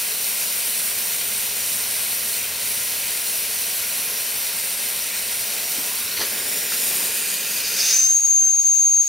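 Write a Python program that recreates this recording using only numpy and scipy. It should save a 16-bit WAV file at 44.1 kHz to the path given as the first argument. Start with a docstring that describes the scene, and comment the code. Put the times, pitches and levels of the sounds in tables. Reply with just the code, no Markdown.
"""A wet, spitting hiss comes first: steam leaks at a toy boiler's filler cap, over a low workshop rumble.
A hand rustles near and colours the hiss by reflection; its pen ticks and slips on the whistle lever.
The valve spurts open and the pipe, breathy at first, oscillates on a shrill note shaken by turbulence.
An automatic gain control turns the whole sound down as the note grows, so the hiss recedes."""
import sys
import numpy as np
from scipy import signal
from scipy.fft import rfft, irfft, next_fast_len
from scipy.io import wavfile
from scipy.ndimage import uniform_filter1d

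SR = 44100
rng = np.random.default_rng(int(sys.argv[2]) if len(sys.argv) > 2 else 0)


def generate_wav(sig):
    """Save sig (samples, or channels by samples) to the path in sys.argv[1] as 16-bit PCM at SR."""
    pcm = np.round(np.clip(np.atleast_2d(sig).T, -1, 1) * 32767).astype(np.int16)
    wavfile.write(sys.argv[1], SR, pcm)


N = 400412
SIZE, HOP = 1024, 512
TIME = np.arange(N) / SR
FRAME_S = np.arange(N // HOP + 5) * HOP / SR
BIN_HZ = np.fft.rfftfreq(SIZE, 1 / SR)

# stereo width: (frequency [Hz], side minus mid [dB])
STEREO_WIDTH = [(30, -15), (180, -19.5), (700, -25), (1400, -33.5), (2800, -73), (6000, -41), (6500, -3.5),
                (7500, -7.5), (9500, -5), (15000, -5)]
# stereo lean: (frequency [Hz], left minus right [dB])
STEREO_LEAN = [(6100, 0), (7200, -2), (8600, -1.5), (9600, 0), (13000, 2), (15500, 2)]
# spectrum of the leak: (frequency [Hz], relative level [dB])
LEAK_SPECTRUM = [(88, -64), (150, -22), (193, -7), (308, -14.5), (453, -9), (1290, -7.5), (1400, -8),
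                 (1760, -3), (2450, -2.5), (5030, -3), (5650, -2), (7410, -6.5), (8490, -1.5),
                 (11100, -0.5), (15500, -5)]
# resonances of the cap and fittings: (frequency [Hz], width [Hz], gain [dB])
FITTING_MODES = [(189, 93, 4.5), (435, 37, 4.5), (633, 340, 3), (1402, 55, 8.5), (2135, 200, 5),
                 (2466, 43, 3.5), (3010, 51, 5), (3540, 36, 5.5), (3800, 39, 6), (4260, 69, 10),
                 (4733, 180, 4.5), (5446, 66, 10.5), (5640, 66, 7.5), (5850, 76, 8), (6750, 83, 5),
                 (6900, 60, 1), (7250, 76, 6), (8670, 1330, 3.5), (11080, 1100, 3), (13500, 860, 5),
                 (14800, 700, 5)]
# interference with the bench reflection: (frequency [Hz], width [Hz], gain [dB])
BENCH_NOTCHES = [(305, 96, -1), (857, 60, -2.5), (1270, 260, -3), (1756, 61, -11.5), (2695, 230, -1.5),
                 (3496, 96, -3), (4840, 98, -5.5), (6120, 170, 1), (6650, 104, -8.5), (7730, 600, -2.5),
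                 (12400, 530, -2.5)]
# resonant colour of the hiss: (frequency [Hz], width [Hz], gain under the cupped hand [dB])
HISS_RESONANCES = [(400, 330, 1), (1680, 500, 2), (2144, 270, -7.5), (2628, 440, 8.5), (4000, 250, 3.5),
                   (4920, 650, 2), (5500, 500, -2.5), (6760, 710, 5), (7950, 620, 4), (12200, 1100, 3.5)]
# water chokes the leak, then blows clear: (time [s], depth [dB])
WATER_CHOKES = [(2.55, 2.8), (3.02, 0.7), (3.49, 0.3), (3.8, 0.2), (4.29, 0.7), (4.7, 0.5), (5.12, 2),
                (5.43, 1), (5.78, -0.6), (6.23, 1), (7.4, 0.5), (7.7, 1.7)]
# bubbles excite a cap resonance: (time [s], gain [dB])
BUBBLE_SPUTTERS = [(2.43, 4.5), (3.05, 4), (4.02, 1), (4.55, 2.5), (5.14, 5.5)]
# low workshop noise: (frequency [Hz], relative level [dB])
RUMBLE_SPECTRUM = [(20, -24), (40, -21), (65, -7), (100, 1), (140, -17), (250, -12), (600, -43)]
# reflection off the hand: (time [s], extra path [m])
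ECHO_PATH = [(5.3, .65), (5.85, .41), (6.02, .275), (6.28, .2), (6.58, .189), (7.3, .207), (7.8, .211)]
# spectrum of the sleeve: (frequency [Hz], relative level [dB])
RUSTLE_SPECTRUM = [(100, -32), (220, -3), (380, 3.5), (650, 1.5), (1100, -1), (1400, -11), (2500, -10),
                   (8000, -24)]
# hand and sleeve movements: (time [s], level [dB], duration [s])
SLEEVE_MOVES = [(5.55, -45, 0.2), (5.79, -43, 0.19), (6.21, -32.5, 0.067), (6.36, -41.5, 0.68),
                (6.93, -40, 0.46), (7.5, -47.5, 0.94)]
# hand bumps and pen ticks: (time [s], level [dB], frequency [Hz], 60 dB decay time [s])
IMPACTS = [(5.784, -30, 270, 0.055), (6.175, -20.5, 2120, .015), (6.196, -25, 420, 0.024),
           (6.207, -34, 1950, .015), (6.217, -21, 1910, 0.029), (6.225, -29, 424, 0.016),
           (6.721, -20, 1440, 0.019), (6.738, -17, 2730, 0.011)]
# resonances of the pen barrel: (frequency [Hz], width [Hz], relative level [dB])
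PEN_MODES = [(1180, 170, -2), (1870, 290, -3), (3200, 390, -1), (4550, 820, 3), (6100, 570, 1)]
# the pen slips on the lever: (time [s], level [dB], duration [s])
PEN_SLIPS = [(6.172, -28.5, .025), (6.215, -26.5, 0.064), (6.724, -32, .04)]
# steam through the valve, which seeps, cracks and opens: (time [s], level [dB])
VALVE_FLOW = [(6.9, -52), (7.55, -33.5), (7.74, -29.5), (7.8, -24), (7.93, -15.5), (9.08, -10.5)]
# whistle body resonances: (frequency [Hz], width [Hz], level barely open [dB], level fully open [dB])
BODY_MODES = [(450, 670, -22.5, -18), (930, 440, -25, -18), (1570, 350, -18, -12.5), (2550, 820, -7, -7.5),
              (3720, 350, -4.5, -5), (4910, 670, 0.5, 1), (5550, 700, -6, -8), (8350, 1400, -9, -1),
              (10400, 860, -11, -4), (12500, 1300, -14, -5.5), (15000, 1200, -11, -8)]
# spurts from the valve: (time [s], level [dB], duration [s])
VALVE_PUFFS = [(7.645, -30, .05), (7.80, -20.5, 0.04), (7.91, -23, 0.045)]
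# the note scoops up as it takes hold: (time [s], frequency [Hz])
NOTE_PITCH = [(7.9, 6200), (8.06, 6275), (8.13, 6420), (8.22, 6515), (8.49, 6415), (8.56, 6495),
              (8.75, 6460), (9.02, 6490), (9.08, 6590)]

# the hand comes into reach, then the palm closes over the boiler: (start [s], duration [s])
REACH, CUP = (5.25, 0.58), (6.12, 1)
# the pipe starts to resound, then the note takes hold: (start [s], duration [s])
RESOUND, TAKE_HOLD = (7.73, 0.31), (7.92, 0.23)


def gain_of(db):
    """Amplitude ratio of a level in decibels."""
    return 10 ** (np.asarray(db) / 20)


def unit_rms(x):
    """Normalisation to an rms of one."""
    return x / np.sqrt(np.mean(x ** 2) + 1e-20)


def unit_power(shape):
    """Normalisation of a filter so that white noise keeps its power."""
    return shape / np.sqrt(np.mean(shape ** 2, -1, keepdims=True))


def curve(rows, t):
    """Linear interpolation of a table at the times t."""
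    return np.interp(t, *np.transpose(rows))


def spectrum(rows):
    """Interpolation of a table onto the bins, along log frequency."""
    hz, db = np.transpose(rows)
    return np.interp(np.log(BIN_HZ + 1), np.log(hz), db)


def bell(hz, width):
    """Resonance curve of height one."""
    return 1 / (1 + ((BIN_HZ - hz) / (0.71 * width)) ** 2) ** 2


def response_db(modes):
    """Filters in series: their peaks and dips add in decibels."""
    return sum(db * bell(hz, width) for hz, width, db in modes)


def ramp(t, start, length):
    """Linear transition from 0 to 1."""
    return np.clip((t - start) / length, 0, 1)


def swell(t, peak, rise, fall):
    """Asymmetric Gaussian envelope of height one."""
    return np.exp(-((t - peak) / np.where(t < peak, rise, fall)) ** 2)


def strokes(rows):
    """Incoherent addition: strokes that rise quickly and die more slowly sum in power."""
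    envelopes = (gain_of(db) * swell(TIME, s, .3 * length, .7 * length) for s, db, length in rows)
    return np.sqrt(sum(envelope ** 2 for envelope in envelopes))


def wander(rate_hz, count=N, step=1 / SR):
    """Random fluctuation of rms one, low-passed at rate_hz."""
    size = next_fast_len(count)
    hz = np.fft.rfftfreq(size, step)
    smoothed = rfft(rng.standard_normal(size)) / (1 + (hz / rate_hz) ** 2)
    return unit_rms(irfft(smoothed, size)[:count])


def noise(gains, spit=0., clicks_per_s=900):
    """Source and filter: stereo noise, with clicks of relative rms spit, is shaped bin by bin."""
    count = (len(FRAME_S) - 1) * HOP
    white = rng.standard_normal((2, count))
    if spit:
        sizes = gain_of(4 * np.minimum(rng.exponential(1, count), 3))
        clicks = sizes * (rng.random(count) < clicks_per_s / SR)
        white = unit_rms(white + spit * unit_rms(clicks * np.sign(white)))
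    mid, side = signal.stft(white, nperseg=SIZE, noverlap=SIZE - HOP)[2].transpose(0, 2, 1)
    side = side * gain_of(spectrum(STEREO_WIDTH))
    lean = gain_of(spectrum(STEREO_LEAN) / 2)
    frames = np.array([(mid + side) * lean, (mid - side) / lean]) * gains
    return signal.istft(frames.transpose(0, 2, 1), nperseg=SIZE, noverlap=SIZE - HOP)[1][:, :N]


def room(x, t60=0.3):
    """Reverberation: sparse reflections, independent in each channel, decay exponentially."""
    t = np.arange(SR // 2) / SR
    taps = rng.standard_normal((2, len(t))) * (rng.random((2, len(t))) < 2500 / SR)
    taps *= gain_of(-60 * t / t60) * (t > .002)
    taps /= np.linalg.norm(taps, axis=1, keepdims=True)
    return signal.fftconvolve(x[None], taps, axes=1)[:, :N]


def leak_drive_db(sag_db_per_s=0.22, surge_db=2.8):
    """Jet strength follows pressure: a slow sag, chokes of water and one surge."""
    choked_db = sum(db * swell(FRAME_S, s, rise=0.12, fall=0.07) for s, db in WATER_CHOKES)
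    surge = swell(FRAME_S, 6.98, rise=0.37, fall=0.19)
    return -23.5 - sag_db_per_s * FRAME_S - choked_db + surge_db * surge


def leak(ripple_db=1.1, flicker_db=0.64, patchy_db=0.9, sputter_db=1.3):
    """Turbulent jet noise: wet steam excites the cap's resonances; its treble follows pressure most."""
    walls_db = ripple_db * unit_rms(rng.standard_normal(len(BIN_HZ))) / (1 + (BIN_HZ / 9000) ** 2)
    colour_db = spectrum(LEAK_SPECTRUM) + response_db(FITTING_MODES + BENCH_NOTCHES) + walls_db
    low_db, high_db = [sputter_db * wander(19, len(FRAME_S), HOP / SR) for _ in range(2)]
    low_db += sum(db * swell(FRAME_S, s, rise=0.06, fall=0.06) for s, db in BUBBLE_SPUTTERS)
    cap_db = np.outer(low_db, bell(2320, 500)) + np.outer(high_db, bell(4090, 420))
    drive_db = leak_drive_db()
    swing_db = drive_db - drive_db.mean() + flicker_db * wander(9.3, len(FRAME_S), HOP / SR)
    treble_share = np.interp(BIN_HZ, [2000, 9000], [0.079, 1])
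    patches = rng.standard_normal((len(FRAME_S), len(BIN_HZ)))  # water keeps changing the jet
    patches = unit_rms(uniform_filter1d(uniform_filter1d(patches, size=13, axis=0), size=36, axis=1))
    unsteady_db = treble_share * (swing_db[:, None] + patchy_db * patches)
    level_db = drive_db.mean() + cap_db + resonant_colour_db() + unsteady_db
    return noise(unit_power(gain_of(colour_db)) * gain_of(level_db) * hand_reflection(), spit=0.36)


def resonant_colour_db(start_share=0.46, palm_db=4.5):
    """Resonance: the hiss's colour grows stronger as the hand cups over it; the palm adds a mode."""
    cupped = ramp(FRAME_S, *CUP)[:, None]
    share = start_share + (1 - start_share) * cupped
    return share * response_db(HISS_RESONANCES) + cupped ** 2 * palm_db * bell(2430, 190)


def workshop(rumble_db=-56, hum_db=-57, hum_hz=106.6, sag_hz_per_s=4, peak_s=2.5):
    """Slow modulation: a rumble heaves unevenly; a faint hum swells and fades as its pitch sinks."""
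    hz = hum_hz - sag_hz_per_s * (TIME - peak_s) + 1.37 * wander(8.6)
    envelope = np.sqrt(2) * gain_of(hum_db) * swell(TIME, peak_s, rise=1.9, fall=0.9)
    hum = envelope * np.sin(2 * np.pi * np.cumsum(hz) / SR)
    rumble = gain_of(rumble_db + 2 * wander(11)) * noise(unit_power(gain_of(spectrum(RUMBLE_SPECTRUM))))
    return hum + rumble


def hand_reflection(closest_echo=0.3, gap_db=2.4, sound_m_per_s=343):
    """Comb filtering: echoes off the hand interfere with the direct hiss, and the air gap resonates."""
    path_m = curve(ECHO_PATH, FRAME_S)[:, None]
    near = ramp(FRAME_S, *REACH)[:, None]
    uncupped = 1 - ramp(FRAME_S, *CUP)[:, None]
    strength = closest_echo * near * path_m.min() / path_m
    lag = -2j * np.pi * BIN_HZ * path_m / sound_m_per_s
    echo = np.exp(lag) + 0.5 * np.exp(0.746 * lag)  # the fingers give a shorter path
    echo /= 1 + (BIN_HZ / 9000) ** 8  # soft skin reflects little high treble
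    echo *= 1 + 0.25 * bell(430, 1000)  # the forearm reflects longer waves
    gap_mode = bell(sound_m_per_s / path_m, 150)  # one wavelength per echo path
    return gain_of(gap_db * near * uncupped * gap_mode) * abs(1 + strength * echo)


def sleeve_rustle():
    """Friction noise: cloth rubs with each movement of the hand."""
    return noise(unit_power(gain_of(spectrum(RUSTLE_SPECTRUM)))) * strokes(SLEEVE_MOVES)


def ticks(reverb_db=-7):
    """Damped free vibration: each impact of hand or pen rings with a burst of noise."""
    hits, t = np.zeros(N), np.arange(SR // 10) / SR
    for s, db, hz, t60 in IMPACTS:
        contact = signal.lfilter([.5], [1, -.6], rng.standard_normal(len(t)))
        ring = np.sin(2 * np.pi * hz * t) + .4 * contact
        hits[round(s * SR):][:len(t)] += gain_of(db - 60 * t / t60) * ring
    return hits + gain_of(reverb_db) * room(hits)[0]


def pen_scrape():
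    """Sliding friction: uneven slips on the lever excite the pen barrel's modes."""
    power = sum(gain_of(db) ** 2 * bell(hz, width) for hz, width, db in PEN_MODES)
    return noise(unit_power(np.sqrt(power)), spit=1) * strokes(PEN_SLIPS)


def valve_jet(loss_to_note_db=4.5):
    """Forced resonance: steam rushes through the whistle body, brighter as the valve opens."""
    opening = ramp(FRAME_S, *TAKE_HOLD)[:, None]
    power = sum(gain_of(shut_db + opening * (open_db - shut_db)) ** 2 * bell(hz, width)
                for hz, width, shut_db, open_db in BODY_MODES)
    high_pass = 1 - 1 / (1 + (BIN_HZ / 200) ** 4)  # a small opening radiates no bass
    level_db = curve(VALVE_FLOW, TIME) - loss_to_note_db * ramp(TIME, *TAKE_HOLD)
    return noise(unit_power(high_pass * np.sqrt(power))) * gain_of(level_db)


def pipe_breath(wide_hz=850, narrow_hz=310, sharp_hz=70, early_db=-5, late_db=6.5):
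    """Pipe resonance: a band of noise just above the note narrows and grows as the pipe resounds."""
    pitch = curve(NOTE_PITCH, FRAME_S)[:, None]
    width = wide_hz + (narrow_hz - wide_hz) * ramp(FRAME_S, *RESOUND)[:, None]
    skirt = 1 / (1 + ((BIN_HZ - pitch) / 950) ** 4)
    level_db = curve(VALVE_FLOW, TIME) + early_db + (late_db - early_db) * ramp(TIME, *RESOUND)
    return noise(unit_power(np.sqrt(bell(pitch + sharp_hz, width)) * skirt)) * gain_of(level_db)


def valve_puffs():
    """Transient excitation: spurts of wet steam ring the whistle body as the valve cracks open."""
    return noise(unit_power(bell(hz=5050, width=890))) * strokes(VALVE_PUFFS)


def whistle_note(start_s=7.88, build_s=0.13, best_hz=6478, waver_hz=27, jitter_hz=18):
    """Self-sustained oscillation: the pipe's tone builds while turbulence shakes pitch and strength."""
    hz = curve(NOTE_PITCH, TIME) + waver_hz * wander(14)
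    onset = np.exp(-np.maximum(TIME - start_s, 0) / build_s)  # falls to zero as the note settles
    detuning_db = 0.1 * np.maximum(hz - best_hz, 0)  # blown sharp, the pipe speaks more weakly
    level_db = curve(VALVE_FLOW, TIME) + 18 - 24 * onset - detuning_db
    phase = 2 * np.pi * np.cumsum(hz + jitter_hz * wander(69.3)) / SR
    flutter = 1 + (.08 + .4 * onset) * wander(92)
    envelope = np.sqrt(2) * ramp(TIME, start_s, 0.071) * gain_of(level_db) * flutter
    tone = envelope * np.sin([phase, phase - 0.97])  # the right channel lags
    return tone * gain_of([[1.6], [-2.5]]) + room(tone[0]) * gain_of([[-19], [-9]])


def scene():
    """Superposition: the pressures of all sources add in two channels."""
    handling = sleeve_rustle() + ticks() + pen_scrape()
    whistle = valve_jet() + pipe_breath() + valve_puffs() + whistle_note()
    return leak() + workshop() + handling + whistle


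def record(dry, threshold_db=-20, slope=0.8, attack_s=0.033, recover_db_per_s=6, cutoff_hz=15790):
    """Automatic gain control: gain falls quickly and recovers slowly; a low-pass limits the band."""
    power_db = 10 * np.log10(abs(uniform_filter1d((dry ** 2).mean(0), size=1500)) + 1e-12)
    recovery_db = TIME * recover_db_per_s
    held_db = np.maximum.accumulate(power_db + recovery_db) - recovery_db
    over_db = np.maximum(held_db - threshold_db, 0)
    pole = np.exp(-1 / (attack_s * SR))
    ducked = dry / gain_of(slope * signal.lfilter([1 - pole], [1, -pole], over_db))
    low_pass = signal.firwin(1023, cutoff_hz, window=("kaiser", 9), fs=SR)
    return signal.oaconvolve(ducked, low_pass[None], "same")


dry = scene()
out = record(dry)
generate_wav(out)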